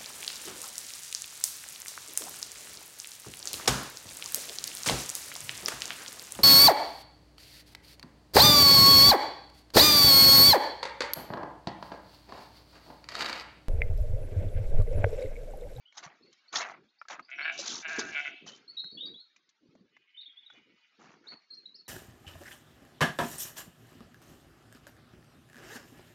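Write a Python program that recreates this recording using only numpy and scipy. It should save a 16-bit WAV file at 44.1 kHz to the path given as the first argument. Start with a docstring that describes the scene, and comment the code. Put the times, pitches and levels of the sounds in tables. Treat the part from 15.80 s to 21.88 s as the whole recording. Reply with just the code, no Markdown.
"""Sheep beyond a garden hedge

A sheep bleats twice, another answers from far off and small birds chirp over a very quiet wash.
The sheep are rough pulses ringing a throat and mouth; the birds are sliding whistles.
Close by, dry scuffs, ticks, soft thuds and a low rustle come and go, as of someone shifting on soil
and grass: shaped noise and short dying tones. Hedge and trees give the sheep and birds a thin echo."""
import sys
import numpy as np
from scipy import signal
from scipy.fft import rfft, irfft, next_fast_len
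from scipy.io import wavfile
from scipy.ndimage import uniform_filter1d, map_coordinates

SR = 44100
rng = np.random.default_rng(int(sys.argv[2]) if len(sys.argv) > 2 else 0)


def wrap_up_sound(samples):
    """Save the sound to the file named by the first command line argument, as 16-bit audio."""
    columns = np.atleast_2d(samples).T
    # keep every value between -1 and 1, then stretch to whole-number steps
    tamed = np.clip(columns, -1, 1)
    steps = np.round(tamed * 32767).astype(np.int16)
    wavfile.write(sys.argv[1], SR, steps)


N = 268128  # length in samples


def amp(db):
    """Turn decibels into a gain."""
    return 10 ** (np.asarray(db) / 20)


def unit(x):
    """Scale a sound to an rms of 1."""
    return x / np.sqrt(np.mean(x ** 2) + 1e-20)


def along(points, hz):
    """Read a curve of (Hz, value) points at any frequency, on a log axis."""
    f, v = np.transpose(points)
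    return np.interp(np.log(hz + 1), np.log(f + 1), v)


def curves(rows):
    """Give one value per sample for each column after the time."""
    seconds, *columns = np.transpose(rows)
    return [np.interp(np.arange(N) / SR, seconds, column) for column in columns]


def wobble(rate):
    """Draw a smooth random curve through rate random points a second."""
    steps = np.arange(0, N + 16, 16)
    knots = rng.standard_normal(int(N * rate / SR) + 4)
    curve = map_coordinates(knots, [steps * rate / SR], order=2)
    return np.interp(np.arange(N), steps, curve)


def filtered(x, response):
    """Multiply the spectrum of x by a response that depends on frequency."""
    m = next_fast_len(N + SR // 2)
    hz = np.fft.rfftfreq(m, 1 / SR)
    return irfft(rfft(x, m) * response(hz), m)[:N]


def coloured(x, spectrum):
    """Shape x with a curve of (Hz, dB) points and bring it to an rms of 1."""
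    return unit(filtered(x, lambda hz: amp(along(spectrum, hz))))


def resonate(x, modes):
    """Ring x through side-by-side resonances of (Hz, width in Hz, dB)."""
    def response(hz):
        total = 0
        for k, (centre, width, db) in enumerate(modes):
            damping = 1j * hz * width
            # neighbours have opposite signs
            total = total + (-1) ** k * amp(db) * damping / (centre ** 2 - hz ** 2 + damping)
        return total
    return filtered(x, response)


def grains(rate, smooth):
    """Scatter tiny random impacts, rate a second, on a bed of smooth noise."""
    hits = (rng.random(N) < rate / SR) * rng.standard_normal(N)
    return unit(hits) + smooth * rng.standard_normal(N)


def patchy(x, depth_db, size):
    """Make every moment favour pitches of its own, by random gains over time and frequency."""
    z = signal.stft(x, nperseg=size)[2]
    field = rng.standard_normal(z.shape)
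    for axis in (0, 1):
        field = uniform_filter1d(field, size=3, axis=axis)
    gain = amp(depth_db * np.clip(unit(field), -2, 2))
    return signal.istft(z * gain, nperseg=size)[1][:N]


def even(x, span):
    """Hold the power of a texture steady over span seconds, leaving its finer grain."""
    power = np.abs(uniform_filter1d(x ** 2, int(span * SR)))
    return x / np.sqrt(power + 1e-9)


def add(track, s, sound):
    """Mix a sound into the track at s seconds."""
    part = track[max(round(s * SR), 0):][:len(sound)]
    part += sound[:len(part)]


def swells(rows, rise, t60, sag_db=0):
    """Gain of (s, hold s, dB) gestures: each rises quickly, sags while held and dies away."""
    power, lead = np.zeros(N), 2 * rise
    for s, hold, db in rows:
        t = np.arange(int((lead + hold + t60) * SR)) / SR - lead
        onset = (2 * np.minimum(t, 0) / rise) ** 2
        decay = np.log(1e6) * np.maximum(t - hold, 0) / t60  # 60 dB over t60 seconds
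        level = amp(db - sag_db * np.clip(t / hold, 0, 1))
        add(power, s - lead, np.exp(-onset - decay) * level ** 2)
    return np.sqrt(power)


# How loud the background wash is. Each row: time in seconds, level in dB.
AIR_LEVEL = [(0, -78.5), (.6, -69), (1.1, -78.5), (1.5, -74), (2.8, -70.5), (3.4, -77), (3.9, -78),
             (4.3, -82.5), (5.1, -73), (5.7, -73), (6.08, -78)]
# The tone colour of the wash. Each row: frequency in Hz, level in dB.
AIR_COLOUR = [(120, -42.5), (200, -21.5), (521, -22), (1490, -9), (1790, -13), (2120, -10), (3320, -15),
              (4450, -12.5), (6860, -26), (8000, -42.5), (10400, -81), (17600, -120)]


def air(waver_db=1.5):
    """Distant birdsong and moving air blur into a faint wash of patchy noise."""
    db, = curves(AIR_LEVEL)
    wash = coloured(patchy(rng.standard_normal(N), depth_db=6.0, size=1024), AIR_COLOUR)
    return amp(db + waver_db * wobble(41)) * wash


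# Soft low rustles. Each row: start in seconds, hold in seconds, level in dB.
RUSTLES = [(.19, .17, -70.5), (.42, 0.091, -64), (.745, 0.069, -56), (.84, 0.17, -65), (.99, 0.072, -64),
           (1.32, 0.032, -62.5), (1.4, 0.014, -59), (1.57, 0.2, -65), (1.78, 0.069, -54.5),
           (1.895, 0.097, -51.5), (2.085, 0.085, -58), (2.19, 0.068, -46), (2.26, 0.083, -53),
           (2.38, .07, -67.5), (2.49, 0.061, -59.5), (2.63, 0.1, -57), (2.74, .1, -66.5), (2.87, 0.17, -73),
           (3.05, 0.03, -67.5), (3.14, 0.057, -56), (3.235, 0.11, -55.5), (3.35, 0.02, -65),
           (3.57, .12, -86.5), (3.83, 0.23, -66), (4.12, .1, -79.5), (4.746, .07, -66.5),
           (4.872, .08, -68.5), (5.2, 0.19, -62), (5.42, 0.099, -66.5), (5.535, 0.012, -58),
           (5.72, 0.31, -73)]
# The muffled colour of a rustle. Each row: frequency in Hz, level in dB.
RUSTLE_COLOUR = [(30, -26.5), (80, -21.5), (140, -5.5), (220, 1), (330, 2), (430, -1.5), (560, -10.5),
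                 (750, -24.5), (1500, -53.5)]


def rustles(rise_s=0.022, t60_s=0.11, sag_db=3.5, rest_db=-97.5):
    """Each movement gives a muffled, lumpy rustle of soft bumps; a trace stirs in between."""
    bumps = patchy(grains(rate=400, smooth=0.95), depth_db=4.0, size=1024)
    movement = swells(RUSTLES, rise_s, t60_s, sag_db) + amp(rest_db)
    return movement * even(coloured(bumps, RUSTLE_COLOUR), span=0.066)


# Soft thuds. Each row: start in seconds, level in dB, pitch in Hz.
THUDS = [(0.262, -41, 155), (1.79, -29.5, 561), (2.183, -27.5, 244), (2.184, -24, 432.5),
         (3.047, -45.5, 173), (3.887, -49, 157.6), (3.954, -44.5, 233), (4.008, -44.5, 199),
         (4.48, -65, 287)]


def thuds(t60_s=0.051, attack_s=0.0041):
    """A soft bump is a few low cycles that die at once."""
    out, t = np.zeros(N), np.arange(SR // 6) / SR
    for s, db, hz in THUDS:
        tone = np.sin(2 * np.pi * hz * t + rng.uniform(0, 2 * np.pi))
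        add(out, s, amp(db - 60 * t / t60_s) * (1 - np.exp(-t / attack_s)) * tone)
    return out


# Dry scuffs. Each row: start in seconds, hold in seconds, soil level in dB, stalk level in dB.
SCUFFS = [(0.154, 0.027, -61, -62), (0.18, .008, -48.5, -44), (0.237, 0.02, -45, -53.5),
          (0.3, 0.041, -60, -87), (0.737, .015, -39, -42), (0.761, 0.019, -34, -29),
          (0.81, 0.011, -32.5, -40), (0.855, 0.061, -43.5, -61), (1.306, 0.032, -41, -50),
          (1.731, .05, -61.5, -54), (1.786, 0.0074, -58, -38.5), (1.801, 0.0061, -53.5, -35.5),
          (1.832, 0.037, -49, -41.5), (1.866, 0.099, -49.5, -36), (1.972, 0.049, -55.5, -45),
          (2.086, 0.23, -60, -50), (2.196, 0.0047, -41.5, -32), (2.284, 0.21, -61.5, -58.5),
          (2.673, 0.021, -55, -48.5), (2.72, 0.054, -66.5, -60.5), (3.272, 0.021, -65, -79.5),
          (4.734, 0.052, -69, -77), (5.204, 0.14, -59, -69), (5.449, 0.098, -63.5, -75.5),
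          (5.527, 0.018, -57.5, -75.5)]
# The colour of scuffed soil, also the grit in a tick. Each row: frequency in Hz, level in dB.
SOIL_COLOUR = [(150, -48.5), (250, -26.5), (360, -16.5), (451, -15.5), (624, -4), (716, 0), (1040, -1.5),
               (1140, 2), (2270, -5.5), (5000, -30.5), (6500, -52), (11000, -120)]
# The colour of dry stalks, also the snap of a tick. Each row: frequency in Hz, level in dB.
STALK_COLOUR = [(1500, -36), (3000, -6), (4000, -1), (5000, -4), (6200, 1), (7100, -6), (8000, -22)]


def scuffs(rise_s=.012, soil_t60_s=0.22, stalk_t60_s=0.09, sag_db=3.5, clump_db=2.5, patch_db=4):
    """Each scuff crushes soil and dry stalks: clumped grains that swell and die away."""
    soil_rows = [(s, hold, db) for s, hold, db, _ in SCUFFS]
    stalk_rows = [(s, hold, db) for s, hold, _, db in SCUFFS]
    soil_gain = swells(soil_rows, rise_s, soil_t60_s, sag_db) * amp(clump_db * wobble(150))
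    stalk_gain = swells(stalk_rows, rise_s, stalk_t60_s, sag_db) * amp(clump_db * wobble(220))
    soil = coloured(patchy(grains(rate=700, smooth=0.93), patch_db, size=512), SOIL_COLOUR)
    stalks = coloured(patchy(grains(rate=4500, smooth=0.94), patch_db, size=256), STALK_COLOUR)
    return soil_gain * even(soil, span=0.018) + stalk_gain * even(stalks, span=0.015)


# Twig-like ticks. Each row: start in seconds, overall level in dB, brightness of the snap in dB,
# pitch in Hz around which the knock's partials lie.
TICKS = [(0.124, -47, -9, 2100), (0.528, -48, 2, 2080), (1.214, -28.5, -32, 1303),
         (1.253, -43.5, -40, 1240), (1.284, -31.5, -5, 1535), (1.394, -25.5, -26, 1187),
         (1.501, -49.5, 1, 1600), (3.041, -43, -17, 1443), (3.562, -46, -5, 2260), (3.691, -54, 4, 2200),
         (3.952, -48, -15.5, 588), (4.166, -44, -21, 1960), (4.701, -41, -21, 1386)]


def ticks(knock_t60_s=0.029, snap_t60_s=0.044, knock_db=-7, snap_db=-7, attack_s=0.00091):
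    """A small contact gives a short, gritty woody knock with a bright snap."""
    partials = [(.88, -6.5), (1.06, 3.5), (1.35, -7.5), (1.8, -12.5)]  # (ratio to the pitch, dB)
    out, t = np.zeros(N), np.arange(SR // 8) / SR
    snaps = coloured(rng.standard_normal(N), STALK_COLOUR)
    grit = coloured(rng.standard_normal(N), SOIL_COLOUR)
    for s, db, treble_db, hz in TICKS:
        at = round(s * SR) + np.arange(len(t))
        knock = .5 * grit[at]
        for ratio, partial_db in partials:
            phase = rng.uniform(0, 2 * np.pi)
            knock = knock + amp(partial_db) * np.sin(2 * np.pi * hz * ratio * t + phase)
        # the brighter the snap, the less of the blow goes into the knock
        share = np.sqrt(np.clip(1 - amp(treble_db) ** 2, .05, 1))
        sound = knock * share * amp(knock_db - 60 * t / knock_t60_s)
        sound += snaps[at] * amp(snap_db + treble_db - 60 * t / snap_t60_s)
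        add(out, s, amp(db) * sound * (1 - np.exp(-t / attack_s)))
    return out


# Bird notes. Each row: start in seconds, length in seconds, start pitch in Hz, end pitch in Hz,
# level in dB at the start of the note. The pitches and levels waver a little.
CHIRPS = [ (0.052, 0.047, 2817, 3216, -54.5), (0.419, 0.076, 4170, 4440, -63.5),
          (0.677, 0.027, 4080, 4630, -53.5), (1.082, 0.03, 3320, 4270, -68.5),
          (1.181, 0.036, 4070, 5400, -65), (1.423, .014, 4060, 4900, -54),
          (1.445, 0.014, 3990, 5040, -53.5), (1.552, 0.16, 5750, 5200, -66.5),
          (1.617, 0.034, 4070, 4440, -46.5), (2.559, 0.017, 3900, 4290, -56.5),
          (2.672, .034, 3180, 3010, -44.5), (2.715, .04, 3030, 3120, -53.5),
          (2.876, 0.042, 4190, 4456, -43), (2.966, .05, 3840, 3827, -34.5), (2.97, 0.11, 4030, 4210, -40),
          (3.02, 0.092, 3950, 3800, -46), (3.091, .08, 4223, 4450, -48.5), (3.169, 0.069, 3370, 3596, -42),
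          (3.177, 0.059, 2780, 3310, -45), (3.204, 0.064, 3555, 3855, -36.5),
          (3.253, 0.035, 4740, 4420, -47.5), (3.275, 0.064, 3760, 3850, -48.5),
          (3.337, 0.063, 3260, 3966, -47.5), (3.393, 0.031, 4100, 4310, -49),
          (4.341, 0.042, 2990, 3000, -54), (4.37, 0.059, 3515, 3800, -44.5),
          (4.395, 0.017, 3880, 3480, -44), (4.402, 0.023, 3400, 4460, -45.5),
          (4.414, 0.028, 4220, 3530, -52.5), (4.455, 0.029, 3240, 3675, -45.5),
          (4.472, .012, 3710, 3430, -47), (4.49, 0.031, 3374, 3290, -47), (4.567, .035, 3420, 3586, -47),
          (4.629, 0.016, 3310, 3360, -50.5), (4.659, 0.022, 3860, 3675, -46.5),
          (4.699, 0.035, 3480, 3497, -53), (5.466, 0.025, 3345, 4274, -46.5),
          (5.481, 0.064, 4330, 4347, -45), (5.701, 0.058, 4280, 4280, -44),
          (5.731, 0.03, 3970, 5820, -57.5), (5.763, 0.053, 4260, 4260, -52), (5.853, 0.02, 3630, 4110, -42),
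          (5.941, 0.029, 3630, 5380, -45.5), (5.985, 0.034, 4170, 4420, -50),
          (6.058, 0.023, 3550, 4120, -59.5)]


def birds(flutter_db=2, waver=.017, edge_s=.009, fade_db=7.5):
    """Each note is a pure whistle that slides quickly, settles on its end pitch and weakens."""
    song, drift, flutter = np.zeros(N), waver * wobble(260), flutter_db * wobble(130)
    for s, length, start_hz, end_hz, db in CHIRPS:
        t = np.arange(int(length * SR)) / SR
        u = t / length  # progress through the note, 0 to 1
        at = min(int(s * SR), N - len(t)) + np.arange(len(t))
        hz = (end_hz + (start_hz - end_hz) * (1 - u) ** 2) * (1 + drift[at])
        gate = np.sin(np.pi / 2 * np.clip(np.minimum(t, length - t) / edge_s, 0, 1)) ** 2
        whistle = np.sqrt(2) * np.sin(2 * np.pi * np.cumsum(hz) / SR)
        add(song, s, gate * amp(db - fade_db * u + flutter[at]) * whistle)
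    return song


# The throat's resonances at the middle pitch. Each row: frequency in Hz, width in Hz, level in dB.
THROAT = [(673.4, 58, -10), (1559, 72, 5)]


def bleat(pitch_rows, opening, mouth_modes, roughness):
    """Sharp, uneven glottal pulses ring the throat and open mouth, at a steady level."""
    jitter, waver, rasp, shimmer_db, lift = .034, .018, .27, 1.8, .35
    pitch, = curves(pitch_rows)
    n = np.arange(N)
    # the voice is steadier while the mouth is half shut
    unsteady = 1 + roughness * jitter * np.minimum(opening, 1) * wobble(110)
    phase = np.cumsum(pitch * unsteady) / SR
    # the larynx rises with the pitch and lifts every resonance: the throat runs on a stretched clock
    middle_pitch = np.median(np.transpose(pitch_rows)[1])
    clock = np.cumsum((pitch / middle_pitch) ** lift * (1 + roughness * waver * wobble(24)))
    phase = np.interp(n, clock, phase)
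    pulses = unit(np.diff(np.floor(phase), prepend=0)) * amp(shimmer_db * wobble(150))
    # air hisses through the folds once a cycle
    hiss = unit(np.exp(-3 * (phase % 1)) * rng.standard_normal(N))
    source = pulses + roughness * rasp * hiss
    # back from the stretched clock to ordinary time
    throat = np.interp(clock, n, resonate(source, THROAT))
    mouth = np.interp(clock, n, resonate(source, mouth_modes))
    # distance takes away the treble, and moving air makes the partials flicker
    voice = filtered(throat + opening * mouth, lambda hz: 1 / np.sqrt(1 + (hz / 3500) ** 8))
    return even(patchy(voice, depth_db=2, size=1024), span=.023)


# The far sheep's pitch through one long call, before roughness. Each row: time in seconds, pitch in Hz.
FAR_PITCH = [(4.08, 160.1), (4.17, 174.2), (4.36, 181.8), (4.55, 168.4), (4.8, 176.1), (5.18, 156.2)]
# The far call's surges, before the quaver. 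Each row: start in seconds, hold in seconds, level in dB.
FAR_SURGES = [(4.13, .14, -71), (4.29, .14, -68.5), (4.49, .2, -72), (4.74, 0.041, -63), (4.88, .1, -71.5),
              (5.02, 0.029, -68.5)]
# The far sheep's mouth resonances at the middle pitch. Each row: frequency in Hz, width in Hz, level in dB.
FAR_MOUTH = [(2060, 190, 6.5), (2977, 430, 3.5)]


def far_bleat(rise_s=0.038, t60_s=0.4, open_db=11.5, ground_hz=1300):
    """One long, clearer call whose loudness and mouth opening quaver together."""
    quaver_db, quaver_hz, quaver_peak_s = 3, 14.6, 4.355
    t = np.arange(N) / SR
    quaver = amp(quaver_db * np.cos(2 * np.pi * quaver_hz * (t - quaver_peak_s)))
    voice = bleat(FAR_PITCH, amp(open_db) * quaver, FAR_MOUTH, roughness=.55)
    call = swells(FAR_SURGES, rise_s, t60_s) * quaver * voice
    # the long path over soft ground thins out the low partials
    return filtered(call, lambda hz: hz ** 3 / np.sqrt(hz ** 6 + ground_hz ** 6))


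# The near sheep's pitch climbs through its first bleat and sags through the second, before roughness.
# Each row: time in seconds, pitch in Hz.
NEAR_PITCH = [(1.485, 128), (1.589, 142.8), (1.7, 168.1), (1.74, 148.2), (2.02, 152.9), (2.11, 164.1),
              (2.27, 160.2), (2.36, 148.4), (2.46, 143.1), (2.55, 132)]
# Each bleat comes in surges of effort.
# Each row: start in seconds, hold in seconds, level in dB, mouth opening in dB.
NEAR_SURGES = [(1.494, .012, -52.5, 1), (1.52, 0.024, -42.5, 12.5), (1.59, 0.037, -36, 2.5),
               (1.651, 0.01, -31.5, 0.5), (1.681, 0.019, -33, -1), (2.034, 0.014, -46, -2),
               (2.055, 0.0098, -36, 0.5), (2.09, 0.13, -37.5, -6), (2.227, .08, -43.5, -8),
               (2.327, .015, -43, 6.5), (2.355, 0.043, -33.5, 5.5), (2.455, 0.024, -37, 7.5)]
# The near sheep's mouth resonances at the middle pitch. Each row: frequency in Hz, width in Hz, level in dB.
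NEAR_MOUTH = [(2087, 280, -4), (2253, 177, 1), (2670, 192, -5), (3470, 640, -17.5)]


def near_bleats(rise_s=.011, voice_t60_s=.095, mouth_t60_s=.085):
    """Every surge of effort swells the voice and opens the mouth."""
    effort_rows = [(s, hold, db) for s, hold, db, _ in NEAR_SURGES]
    mouth_rows = [(s, hold, db + open_db) for s, hold, db, open_db in NEAR_SURGES]
    effort = swells(effort_rows, rise_s, voice_t60_s)
    mouth = swells(mouth_rows, rise_s, mouth_t60_s)
    return effort * bleat(NEAR_PITCH, mouth / (effort + 1e-6), NEAR_MOUTH, roughness=1.0)


def scatter(x, spread, count=30):
    """Many faint copies off nearby branches, arriving within spread seconds."""
    delays = rng.uniform(0.036, 1, count)  # as a share of the spread
    gains = rng.choice([-1, 1], count) * np.exp(-2 * delays)
    paths = np.bincount((delays * spread * SR).astype(int), gains)
    return signal.fftconvolve(x, paths / np.linalg.norm(paths))[:N]


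# How long the echo lasts. Each row: frequency in Hz, time to fall by 60 dB in seconds.
TREES = [(200, 0.3), (800, 0.64), (2000, 0.34), (4000, 1), (8000, 0.13)]


def echo(x, delay):
    """Scattered return from hedge and trees; each frequency dies at its own speed."""
    hz, t, z = signal.stft(rng.standard_normal(SR), SR, nperseg=256)
    fade = amp(-60 * t / along(TREES, hz)[:, None])
    tail = signal.istft(z * fade, SR, nperseg=256)[1]
    late = np.pad(x, (int(delay * SR), 0))
    return signal.fftconvolve(late, tail / np.linalg.norm(tail))[:N]


# The colour of the near bleat's echo. Each row: frequency in Hz, level in dB.
HEDGE = [(400, -12.5), (720, 6), (1050, -9), (1600, -8), (2100, -6.5), (2900, 3), (4500, -1)]


def scene():
    """Sheep and birds sound through the trees; the rustling is near and dry."""
    sheep, song = near_bleats(), birds()
    sheep = .92 * sheep + .4 * scatter(sheep, spread=.02)
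    # the hedge returns the first throat resonance most strongly
    hedge_echo = filtered(echo(sheep, delay=0.018), lambda hz: amp(along(HEDGE, hz)))
    sheep = sheep + amp(-8) * hedge_echo
    far_sheep = scatter(far_bleat(), spread=0.028)
    # copies off the branches beat against each gliding note
    song = .84 * song + .54 * scatter(song, spread=.075)
    song = song + amp(-26.5) * echo(song, delay=0.015)
    nearby = scuffs() + ticks() + thuds() + rustles()
    return (air() + nearby + song + far_sheep + sheep)[None]


def record(dry, top_hz=8160, rolloff_hz=7300):
    """The recorder rolls off in the treble and keeps nothing above its band limit."""
    return filtered(dry[0], lambda hz: (hz < top_hz) / np.sqrt(1 + (hz / rolloff_hz) ** 40))[None]


dry = scene()
out = record(dry)
wrap_up_sound(out)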